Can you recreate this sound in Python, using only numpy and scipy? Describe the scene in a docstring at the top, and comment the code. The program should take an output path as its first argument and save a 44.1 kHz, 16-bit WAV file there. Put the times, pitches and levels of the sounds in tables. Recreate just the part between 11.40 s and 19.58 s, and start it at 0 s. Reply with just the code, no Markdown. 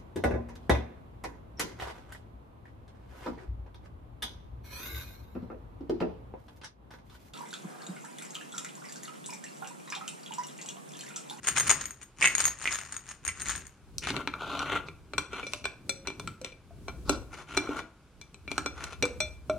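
"""In a small quiet room a glass pill bottle is tipped to and fro, close to a stereo microphone.
First pills tumble and strike the glass and the closed lid: noise cracks and decaying modes, over soft handling.
Then the metal cap is unscrewed: random catches grind, rasp and hiss on the thread, and clicks thud, clack and ring.
As the cap comes loose its sounds stir a gliding air resonance in the neck, and puffs of air add short sine notes.
Near echoes and scattered room reflections follow each sound; a faint noise floor lies under all of it."""
import sys
import numpy as np
from scipy import signal
from scipy.fft import rfft, irfft
from scipy.io import wavfile
from scipy.ndimage import uniform_filter1d

SR = 44100
rng = np.random.default_rng(int(sys.argv[2]) if len(sys.argv) > 2 else 0)


def to_wav(sig):
    """Store sig (one row per channel, or 1-D mono) as 16-bit WAV at the path in sys.argv[1].

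    Samples outside -1..1 are clipped; the rate is SR.
    """
    pcm = np.clip(np.atleast_2d(sig), -1, 1) * 32767
    pcm = np.round(pcm).astype(np.int16)
    wavfile.write(sys.argv[1], SR, pcm.T)  # frames by channels


N = 360738
TIME = np.arange(N) / SR  # seconds


def amp(db):
    """Decibels to gain."""
    return 10 ** (np.asarray(db) / 20)


def evened(x, size=None):
    """Scales to rms 1 over the first size samples (over all, if none is given)."""
    return x / np.sqrt(np.mean(x[..., :size] ** 2) + 1e-20)


def read(points, hz):
    """Reads (Hz, value) points on a log-frequency axis."""
    f, value = np.transpose(points)
    return np.interp(np.log(hz + 1), np.log(f + 1), value)


def add(mix, s, sound):
    """Mixes a stereo sound in at time s."""
    part = mix[:, max(round(s * SR), 0):][:, :sound.shape[1]]
    part += sound[:, :part.shape[1]]


def colour(x, points, size=4096):
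    """Causal minimum-phase filter with the given (Hz, dB) shape."""
    log_gain = np.log(amp(read(points, abs(np.fft.fftfreq(size, 1 / SR)))))
    spectrum = np.exp(np.conj(signal.hilbert(log_gain)))
    taps = np.fft.ifft(spectrum).real[:size // 2]
    return signal.fftconvolve(x, taps[None], axes=1)[:, :x.shape[1]]


def pair_noise(size, split_hz, left_db=0):
    """White noise at two microphones: alike well below split_hz, unrelated well above."""
    a, b = rfft(rng.standard_normal((2, size)))
    same = 1 / (1 + (np.fft.rfftfreq(size, 1 / SR) / split_hz) ** 2)
    right = same * a + np.sqrt(1 - same ** 2) * b
    return irfft([a * amp(left_db), right], size)


def ring(modes, size, free=1, uneven_db=3, detune=0.0017):
    """One blow on a set of modes; the spot struck sets how hard each rings and how it faces the microphones."""
    hz, db, t60, left_db = np.transpose(modes)[:, :, None]
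    strength, shift, facing = rng.standard_normal((3, len(modes), 1))
    t = np.arange(size) / SR
    dying = amp(db + uneven_db * strength - 60 * t / (t60 * free))
    flip = np.pi * rng.integers(0, 2, (len(modes), 1))
    phase = 2 * np.pi * hz * (1 + detune * shift) * t + flip
    lead = (hz / 4300) ** 2 * (0.67 + facing)  # high modes reach the two sides out of step
    sides = [dying * amp(side * left_db / 2) * np.sin(phase + side * lead) for side in (1, -1)]
    return np.array([modes_heard.sum(0) for modes_heard in sides])


def burst(size, decay, left_db):
    """A contact: a puff of noise dying exponentially, with decay as its time constant in seconds."""
    return pair_noise(size, split_hz=6800, left_db=left_db) * np.exp(-np.arange(size) / SR / decay)


def ticks(rate, spread_db):
    """Random tiny impacts of uneven size, their power steadied over about 50 ms."""
    chance = rng.random(N)
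    size = np.minimum(rng.exponential(1, N), 4)
    train = (chance < rate / SR) * amp(spread_db * size) * rng.choice([-1, 1], N)
    return train / np.sqrt(abs(uniform_filter1d(train ** 2, size=2200)) + 1e-4)


# The cap comes free of its seal. Each row: time in seconds, looseness from 0 to 1.
SEAL_LOOSENING = [(3.3, 0.03), (3.8, 0.53)]


def looseness(s):
    """How far the cap is free of its seal: a linear rise, held before and after."""
    return np.clip(np.interp(s, *np.transpose(SEAL_LOOSENING)), 0, 1)


# The quiet room with nothing moving. Each row: frequency in Hz, relative density in dB per Hz.
FLOOR_SPECTRUM = [(18, -37), (30, -0.5), (81, -2), (512, -18), (1500, -19), (1860, -28), (2290, -23),
                  (2900, -26.5), (9970, -36), (13700, -41.5), (16000, -68)]


def quiet_floor(level_db=-58):
    """Steady coloured noise, much the same at both microphones in the low end."""
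    return amp(level_db) * evened(colour(pair_noise(N, split_hz=3000), FLOOR_SPECTRUM))


# Deep rumble of the hands. Each row: frequency in Hz, relative density in dB per Hz.
RUMBLE_SPECTRUM = [(15, -38), (35, -14), (55, 9), (80, 9), (130, -25), (300, -39.5)]
# Soft rubbing of the hands. Each row: frequency in Hz, relative density in dB per Hz.
RUBBING_SPECTRUM = [(50, -20.5), (100, 4), (140, 3), (250, -3.5), (380, -4.5), (900, -35)]
# The hands change their grip. Each row: time of the swell's peak in seconds, time to fall to 1/e in seconds,
# deep rumble in dB, soft rubbing in dB.
GRIP_CHANGES = [(.27, 0.2, -50.5, -46.5), (1.07, 0.05, -51, -60), (1.888, 0.036, -42, -74),
                (2.114, 0.13, -47, -50.5), (2.528, 0.096, -50.5, -56), (2.736, 0.08, -51, -38.5),
                (3.31, 0.43, -52, -52), (4.49, 0.21, -62, -52.5), (4.86, 0.091, -58, -43.5),
                (5.522, 0.21, -44, -48.5), (5.706, .022, -28, -36.5), (5.75, 0.19, -42, -47.5),
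                (7.262, 0.37, -49, -70), (7.8, 0.27, -43.5, -56), (8.154, .08, -45.5, -47)]


def hands(pills, cap, rumble_db=-36, rubbing_db=-33, tipping_db=-16, holding_db=-66, follow=0.47):
    """Rumble and soft rubbing grow with the work on bottle and cap, and swell at each change of grip."""
    power = (amp(tipping_db) * pills[0]) ** 2 + cap[0] ** 2  # left side
    smooth = abs(uniform_filter1d(uniform_filter1d(power, size=2400), size=1500))
    effort = np.sqrt(smooth + amp(holding_db) ** 2) ** follow
    rumble_gain, rubbing_gain = amp(rumble_db) * effort, amp(rubbing_db) * effort
    for s, half, deep_db, soft_db in GRIP_CHANGES:
        swell = np.exp(-((TIME - s) / half) ** 2)
        rumble_gain = np.hypot(rumble_gain, amp(deep_db) * swell)
        rubbing_gain = np.hypot(rubbing_gain, amp(soft_db) * swell)
    rumble = evened(colour(pair_noise(N, split_hz=56, left_db=2.5), RUMBLE_SPECTRUM, size=16384))
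    rubbing = evened(colour(pair_noise(N, split_hz=1000), RUBBING_SPECTRUM, size=8192))
    return rumble_gain * rumble + rubbing_gain * rubbing


# How long the small room rings. Each row: frequency in Hz, 60 dB decay time in seconds.
ROOM_DECAY = [(200, 0.36), (1000, 0.44), (3000, .29), (8000, 0.27), (15000, 0.1)]
# How strongly it answers. Each row: frequency in Hz, level in dB against the direct sound.
ROOM_LEVEL = [(200, 1), (1000, -9), (3000, -7.5), (8000, -9.5), (15000, -5.5)]


def room(x, first_wall=0.0055, size=20000):
    """Scattered reflections of a small room, from first_wall seconds on, each band dying at its own speed."""
    t = np.arange(size) / SR
    taps = pair_noise(size, split_hz=27000) * (rng.random(size) < .12) * (t > first_wall)
    hz, frame_s, z = signal.stft(taps, SR, nperseg=256)
    t60 = read(ROOM_DECAY, hz)[:, None]
    fading = amp(read(ROOM_LEVEL, hz)[:, None] - 60 * frame_s / t60)
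    z = z * fading / np.sqrt(t60 * SR / np.log(1e6))  # a long decay gains no extra energy
    tail = signal.istft(z, SR, nperseg=256)[1] / taps.std()
    return signal.oaconvolve(x, tail, axes=1)[:, :N]


# Reflections off the hands and the chest. Each row: delay in seconds, gain as a factor.
NEAR_REFLECTIONS = [(.0029, 0.037), (.0046, 0.11), (.0073, 0.087), (0.0103, 0.16)]


def near_echoes(x):
    """A few reflections from close by, reaching the two sides up to four samples apart."""
    out = np.zeros((2, N))
    for delay, gain in NEAR_REFLECTIONS:
        apart = rng.integers(-4, 5)
        add(out, delay, gain * np.array([x[0], np.roll(x[1], apart)]))
    return out


# Puffs of air as the cap lifts or drops; the wider the gap, the higher the note.
# Each row: start in seconds, note in Hz, level in dB, 60 dB decay time in seconds.
AIR_PUFFS = [(4.136, 598, -44, 0.19), (4.494, 541, -37, 0.25), (5.014, 518, -35, 0.21),
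             (5.308, 670, -43.5, 0.061), (7.634, 495, -18, 0.1), (7.804, 615.5, -27.5, 0.17),
             (8.097, 625, -18.5, 0.22)]


def neck_air(x, tight_hz=263, loose_hz=359, lift_s=0.16, width_hz=60, db=-1):
    """Clicks and scrapes stir the air resonance, which rises as the cap loosens and shifts near each lift."""
    hz = tight_hz + (loose_hz - tight_hz) * looseness(TIME)
    for s, lifted_hz, _, _ in AIR_PUFFS:
        hz = hz + (lifted_hz - hz) * np.exp(-((TIME - s) / lift_s) ** 2)
    # shift the moving note down to 0 Hz, keep a narrow band there, shift it back
    turn = np.exp(2j * np.pi * np.cumsum(hz) / SR)
    r = np.exp(-np.pi * width_hz / SR)
    narrow = signal.lfilter([1 - r], [1, -r], x.mean(0) / turn + 1e-18)
    return amp(db) * 2 * (turn * narrow).real


def neck_notes():
    """The air under the cap rings like a blown bottle: a dying sine, alike at both microphones."""
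    out, t = np.zeros((2, N)), np.arange(SR // 2) / SR
    for s, hz, db, t60 in AIR_PUFFS:
        note = amp(db - 60 * t / t60) * np.sin(2 * np.pi * hz * t)
        add(out, s, np.tile(note, (2, 1)))
    return out


# The loosened metal cap, before the fingers damp it. Each row: mode in Hz, relative level in dB,
# 60 dB decay time in seconds, left minus right in dB.
CAP_MODES = [(1390, -1, .09, 0), (1490, -7, .09, 0), (2350, 0, .16, 2), (2410, -5, .08, 2),
             (2750, -12, .04, 2), (3510, -6, .17, 3), (4010, -8, .09, 9), (4110, -3, .13, 11),
             (4900, -13, .06, 3), (5810, -4, .14, -3), (5900, -10, .09, -2), (6520, -12, .07, 3),
             (7800, -8, .08, 7), (8410, -14, .08, 5), (9900, -16, .05, 4), (11020, -22, .08, 1)]
# Grinding on the thread. Each row: frequency in Hz, relative density in dB per Hz.
GRIND_SPECTRUM = [(120, -59), (280, -4.5), (450, -3), (800, -1), (1250, 4), (1330, -1.5), (1375, 9),
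                  (1430, 9.5), (1550, -3.5), (1820, -51), (2350, 1), (2900, -44), (4000, -31.5)]
# Hissing on the thread. Each row: frequency in Hz, relative density in dB per Hz.
HISS_SPECTRUM = [(2500, -26.5), (4200, 14), (5000, 13.5), (6600, 14), (8500, 1.5), (10000, 12),
                 (12500, -32), (16000, -46)]
# Pushes of the cap round its thread; a row that ends before it starts is all but silent.
# Each row: start in seconds, end in seconds, grinding in dB, rasp in dB, rasp centre in Hz, hiss in dB.
CAP_TURNS = [(2.627, 2.70, -44.5, -35.5, 2300, -43), (2.738, 2.807, -36.5, -45.5, 2600, -56.5),
             (2.874, 2.87, -35.5, -44.5, 2400, -49), (2.932, 2.966, -44, -67, 2400, -70),
             (3.003, 3.233, -33.5, -39.5, 3170, -55), (3.256, 3.374, -34, -37, 2480, -54.5),
             (3.463, 3.47, -52, -55.5, 3860, -69), (3.913, 3.997, -40.5, -43.5, 2510, -56.5),
             (4.032, 4.19, -67, -58, 2650, -53.5), (4.265, 4.254, -31, -33, 2440, -48),
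             (4.651, 4.672, -50.5, -52, 2160, -70), (5.039, 5.078, -56, -52, 2530, -61),
             (5.479, 5.492, -43.5, -55, 2400, -64), (5.663, 5.747, -41.5, -46.5, 4340, -65),
             (5.918, 6.016, -44.5, -50, 2150, -54.5), (6.077, 6.173, -46.5, -47.5, 2500, -56),
             (6.19, 6.385, -41, -51.5, 2400, -61), (6.361, 6.392, -40, -43, 1980, -51.5),
             (7.096, 7.197, -50.5, -56, 2400, -56), (7.354, 7.476, -44.5, -48, 2200, -55),
             (7.503, 7.532, -47, -49.5, 2400, -55.5)]


def thread_scrape(rasp_db=-1, metal_db=-2, rasp_q=2.0, uneven_db=2.32, tight_ring=0.34,
                  ease_share=0.16, release_s=.014, swell_db_per_s=21):
    """Stick and slip on the thread: dense little catches that grind, rasp, hiss and keep the cap ringing."""
    catch_decay = np.exp(-1 / (.0007 * SR))  # 0.7 ms
    catches = signal.lfilter([1], [1, -catch_decay], abs(ticks(rate=900, spread_db=3)))
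    slips = evened(pair_noise(N, split_hz=7000, left_db=2) * (evened(catches) + .6))
    grinding, hissing = evened(colour(slips, GRIND_SPECTRUM)), evened(colour(slips, HISS_SPECTRUM))
    wander = uniform_filter1d(uniform_filter1d(rng.standard_normal(N), size=600), size=400)
    unsteady = amp(uneven_db * evened(wander))
    out, stirring = np.zeros((2, N)), np.zeros(N)
    for start, end, grind, rasp, rasp_hz, hiss in CAP_TURNS:
        ease = ease_share * (end - start)
        span = slice(round((start - ease) * SR), round((end + 6 * release_s) * SR))
        t = TIME[span]
        attack = np.clip((t - start + ease) / (2 * ease), 0, 1)
        bearing_down = amp(swell_db_per_s * np.minimum(t - end, 0))
        release = np.exp(-np.maximum(t - end, 0) / release_s)
        pressure = unsteady[span] * attack * bearing_down * release
        edges_hz = rasp_hz * np.exp(np.array([-.5, .5]) / rasp_q)
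        band = signal.butter(2, edges_hz, "band", fs=SR, output="sos")
        rasping = amp(rasp_db) * evened(signal.sosfilt(band, slips[:, span]))
        scrape = amp(grind) * grinding[:, span] + amp(rasp) * rasping + amp(hiss) * hissing[:, span]
        out[:, span] += pressure * scrape
        stirring[span] += pressure * amp(rasp)
    # a tight cap hardly rings; once loosened, the scraping sets its lower modes going
    freedom = tight_ring + (1 - tight_ring) * looseness(TIME)
    modes = colour(ring(CAP_MODES, size=6000, free=.6, uneven_db=0), [(3500, 0), (8000, -9)], size=256)
    modes = modes / np.linalg.norm(modes) * np.sqrt(2)
    metal = signal.oaconvolve(slips * stirring * freedom, modes, axes=1)[:, :N]
    return out + amp(metal_db) * metal


# Contact of cap and glass thread. Each row: frequency in Hz, relative density in dB per Hz.
CONTACT_SPECTRUM = [(80, -18), (330, 15.5), (750, 6.5), (1380, 5.5), (1850, -12), (2600, -3), (4200, -15.5),
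                    (7500, -14), (10500, -23.5), (12300, -24), (16000, -9)]
# Edges in Hz of five registers: thud, clack, then low, middle and high ring.
CLICK_EDGES_HZ = [150, 900, 1900, 3000, 4800, 16000]
# Centres in Hz of the same five registers.
CLICK_CENTRES_HZ = [500, 1400, 2400, 3800, 6500]
# Weight of the low, middle and high ring. Each row: dB with the cap tight, dB with it loose.
RING_WEIGHTS = [(-2, 5.5), (1.5, -2), (-1.5, 3)]
# Treble fall of the clicks. Each row: frequency in Hz, gain in dB.
CLICK_TREBLE_FALL = [(5000, 0), (8500, 0.5), (12000, -3), (16000, -14)]
# The cap knocks on the neck; levels stand before the ring weights and the treble fall.
# Each row: start in seconds, ring in dB, ring brightness in dB per octave, thud in dB, clack in dB,
# free ringing as a factor on the decay times (never below 0.02 in use).
NECK_CLICKS = [(2.5828, -47, 17, -64, -59.5, 0.017), (2.6711, -36, -4, -46, -27.5, 0.09),
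               (2.7045, -34, -4.5, -38, -34, 0.043), (2.7657, -33, -8.5, -37, -38, 0.042),
               (2.7735, -52, -12, -51, -47, .15), (2.8744, -32, -10.5, -38.5, -28, 0.12),
               (2.938, -40.5, -16, -54, -29.5, 0.14), (3.1922, -37.5, -1.5, -59, -44, 0.12),
               (3.4853, -44.5, -13, -47.5, -46, 0.19), (3.7352, -42, -7, -41.5, -38, 0.26),
               (3.7809, -29.5, 0.5, -38, -23, 0.29), (3.9312, -46, -6, -43, -38, 0.67),
               (4.0296, -43, -19, -43.5, -44, 0.33), (4.0672, -41.5, -2.5, -43, -49, .67),
               (4.135, -34.5, -1, -46.5, -35, 0.056), (4.242, -39.5, -7, -47, -47, .79),
               (4.2541, -32.5, -4.5, -40, -30, 0.29), (4.4939, -32.5, 5, -41.5, -40, 0.48),
               (4.6725, -37, 0.5, -43, -36.5, 0.35), (4.682, -41, -11, -43.5, -57, 0.31),
               (4.702, -44, -8, -43.5, -43, 0.15), (4.797, -44.5, 2, -44.5, -40, 0.25),
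               (4.8749, -42.5, 0.5, -64, -31.5, 0.12), (5.0148, -56.5, 7, -49.5, -58, 0.14),
               (5.0463, -39, -1, -43.5, -50.5, 0.17), (5.1208, -53, -12, -58.5, -71, 0.41),
               (5.4826, -43.5, -4.5, -42.5, -38, 0.42), (5.6944, -32, 5.5, -23.5, -25.5, 0.29),
               (6.169, -36, 2, -37, -37, 0.38), (6.174, -27.5, -1.5, -27.5, -28, 0.29),
               (6.2733, -55, -3, -54, -38, 0.45), (6.291, -49, -7, -29, -65, 0.18),
               (6.8136, -49.5, 1, -62.5, -56.5, 0.32), (6.944, -53, -1, -59.5, -59, .11),
               (7.0777, -42, -15.5, -47, -48, 0.4), (7.1158, -36, -4.5, -37, -44, 0.085),
               (7.18, -35, 2, -36, -23.5, 0.14), (7.2601, -36.5, 1, -35, -30, 0.52),
               (7.44, -43, 4.5, -53, -44, .23), (7.6252, -28, -1.5, -34, -37, 0.35),
               (7.639, -37, -27, -44, -37, 0.32), (7.6537, -42, 5, -41, -31, 0.19),
               (7.8036, -29.5, -1, -47, -36, 0.94), (8.097, -41.5, -4, -35, -31.5, 0.25)]


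def cap_clicks(contact_db=1, pivot_hz=2900, size=13000):
    """The cap thuds, clacks and rings, each click with its own brightness; the fingers damp it more or less."""
    first = 441  # samples: 10 ms, over which levels are set
    out, hz = np.zeros((2, N)), np.fft.rfftfreq(first, 1 / SR)
    tight_db, loose_db = np.transpose(RING_WEIGHTS)
    octaves = np.log2(np.array(CLICK_CENTRES_HZ[2:]) / pivot_hz)
    for s, db, brightness, thud_db, clack_db, free in NECK_CLICKS:
        contact = colour(burst(size, decay=0.0033, left_db=1.5), CONTACT_SPECTRUM, size=1024)
        metal = ring(CAP_MODES, size, free=max(free, .02), uneven_db=2.5, detune=.003)
        contact = amp(contact_db) * evened(contact, size=first)
        metal = min(free + .5, 1) * evened(metal, size=first)
        click = evened(contact + metal, size=first)
        ring_db = db + brightness * octaves + tight_db + looseness(s) * (loose_db - tight_db)
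        register_db = np.r_[thud_db, clack_db, ring_db]
        # weigh each register by the power it already holds
        power = (abs(rfft(click[:, :first])) ** 2).mean(0)
        share = np.histogram(hz, CLICK_EDGES_HZ, weights=power)[0] / power.sum()
        weights = np.c_[CLICK_CENTRES_HZ, register_db - 10 * np.log10(share)]
        add(out, s, colour(click, weights, size=512))
    return colour(out, CLICK_TREBLE_FALL, size=256)


# Crack of pill on pill. Each row: frequency in Hz, relative density in dB per Hz.
CRACK_SPECTRUM = [(100, -23), (400, -11), (750, -5.5), (1200, 5.5), (1800, 6), (3000, 0), (4800, -6),
                  (7500, -5), (10000, -14.5), (12000, -32), (16000, -30)]
# The glass wall. Each row: mode in Hz, relative level in dB, 60 dB decay time in seconds,
# left minus right in dB.
GLASS_MODES = [(6530, -4.5, .07, -2.5), (6603, -19.5, 0.043, 17), (6770, 2.5, 0.018, 8),
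               (7000, -19, 0.038, 10), (8725, -4.5, 0.035, -5.5), (8640, 0, 0.02, 6.5),
               (10060, -19.5, .025, 4.5), (13300, -20, 0.17, 1)]
# Each tip of the bottle sets the heap sliding, then it settles. Each row: time at its strongest in seconds,
# level in dB before the clatter and glass shares, rise from 1/e in seconds, 60 dB settling time in seconds.
HEAP_SLIDES = [(0.047, -34.5, 0.0146, 0.43), (.082, -22.5, .012, .15), (0.176, -20.5, 0.016, 0.3),
               (0.307, -17.5, 0.031, 0.14), (.41, -34, 0.019, 0.34), (.63, -41, 0.019, 0.049),
               (.85, -22.5, .04, 0.31), (1.001, -22, 0.014, 0.23), (1.07, -29, 0.022, 0.2),
               (1.25, -33.5, 0.052, 0.94), (1.334, -27.5, 0.028, 0.4), (1.548, -39.5, .04, 0.21),
               (1.717, -39, 0.049, 0.13), (1.886, -32, 0.032, 0.12), (2.01, -37.5, 0.046, 0.69),
               (2.11, -27.5, 0.051, 0.31)]


def pill_tumble(clatter_db=-6, glass_db=-7, glass_growth=1.07, count=10):
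    """Hundreds of small collisions a second over several spots on the wall; hard slides ring the glass more."""
    train = ticks(rate=560, spread_db=4)
    spot = rng.integers(0, count, N)
    end = round(max(s + settle for s, _, _, settle in HEAP_SLIDES) * SR)
    motion = np.zeros(end)
    for s, db, rise, settle in HEAP_SLIDES:
        t = TIME[:end] - s
        rising = np.exp(-(np.minimum(t, 0) / rise) ** 2)
        settling = amp(db - 60 * np.maximum(t, 0) / settle)
        motion = np.hypot(motion, settling * rising)
    ringing = motion.max() * (motion / motion.max()) ** glass_growth
    out = np.zeros((2, N))
    for k in range(count):
        snap = colour(burst(1024, decay=.0006, left_db=3), CRACK_SPECTRUM, size=1024)
        clink = ring(GLASS_MODES, size=2400, uneven_db=3, detune=.005)
        for sound, gain in (snap, amp(clatter_db) * motion), (clink, amp(glass_db) * ringing):
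            hits = (train * (spot == k))[None, :end] * gain
            unit_sound = sound / np.linalg.norm(sound) * np.sqrt(2)
            add(out, 0, signal.oaconvolve(hits, unit_sound, axes=1))
    return out


# The lid screwed tight and held. Each row: mode in Hz, relative level in dB,
# 60 dB decay time in seconds before a common shortening, left minus right in dB.
TIGHT_LID_MODES = [(2013, -3, 0.13, -0.5), (2175, -7.5, 0.15, -5), (2238, 3, 0.039, -3.5),
                   (2400, -9.5, 0.032, -12), (2470, -6, 0.069, 5), (2766, 3, 0.014, 0),
                   (3190, -9, 0.023, 2)]
# A pill strikes the glass wall. Each row: start in seconds, level in dB before the shares of each part.
WALL_HITS = [(.0718, -21.5), (.0803, -29), (.0858, -22.5), (.164, -31), (.1825, -21.5), (.1987, -21),
             (.2745, -26.5), (.2955, -18.5), (.3037, -19), (.3121, -15.5), (.4112, -31.5), (.4558, -30),
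             (.5079, -36.5), (.6303, -43.5), (.8322, -33), (.8732, -25.5), (.8567, -21), (.9513, -19),
             (.9817, -22.5), (.9942, -32), (1.0131, -27.5), (1.0409, -24), (1.0541, -17.5), (1.0794, -26),
             (1.1876, -43), (1.2238, -36), (1.3254, -33), (1.3378, -31), (1.5236, -32.5), (1.5657, -31),
             (1.6898, -39.5), (1.8505, -30.5), (1.8785, -25), (2.0133, -37), (2.0192, -30.5),
             (2.0853, -27.5), (2.0984, -29), (2.1603, -35), (2.1784, -39), (2.2682, -43)]
# A pill knocks on the closed lid. Each row: start in seconds, level in dB before the shares of each part.
LID_HITS = [(.164, -26), (.2955, -29), (.817, -24), (.8251, -13.5), (.8322, -24), (.8432, -16.5),
            (.849, -21.5), (.8567, -13.5), (.8732, -19), (1.2561, -22.5), (1.275, -20.5), (1.8889, -28)]


def pill_landings(glass_db=1.5, wall_crack_db=-7, wall_lid_db=-18, lid_db=-1, lid_crack_db=-13, lid_glass_db=-17):
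    """Each landing cracks and rings the part it strikes; the other part answers faintly."""
    first = 176  # samples: 4 ms, over which levels are set
    out = np.zeros((2, N))
    on_wall = WALL_HITS, wall_crack_db, glass_db, wall_lid_db
    on_lid = LID_HITS, lid_crack_db, lid_glass_db, lid_db
    for hits, crack_share, glass_share, lid_share in (on_wall, on_lid):
        for s, db in hits:
            snap = colour(burst(1024, decay=.0007, left_db=3), CRACK_SPECTRUM, size=1024)
            clink = ring(GLASS_MODES, size=2400, uneven_db=3, detune=.004)
            knock = ring(TIGHT_LID_MODES, size=2400, free=.8, detune=.03)
            add(out, s, amp(db + crack_share) * evened(snap, size=first))
            add(out, s, amp(db + glass_share) * evened(clink, size=first))
            add(out, s, amp(db + lid_share) * evened(knock, size=first))
    return out


def scene():
    """Bottle and cap in the room, over the hands and a quiet floor."""
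    pills = pill_landings() + pill_tumble()
    cap = cap_clicks() + thread_scrape()
    bottle = pills + cap + neck_air(cap) + neck_notes()
    return bottle + near_echoes(bottle) + room(bottle) + hands(pills, cap) + quiet_floor()


# A gentle fall of the highest treble over the whole sound. Each row: frequency in Hz, gain in dB.
TREBLE_FALL = [(10000, -1.5), (13500, -7), (16000, -12)]


def record(dry, cutoff_hz=16400):
    """A gentle fall of the highest treble over the whole sound, then the recorder's band limit."""
    heard = colour(dry, TREBLE_FALL, size=256)
    band_limit = signal.firwin(511, cutoff_hz, window=("kaiser", 9), fs=SR)
    return signal.oaconvolve(heard, band_limit[None], "same")


dry = scene()
out = record(dry)
to_wav(out)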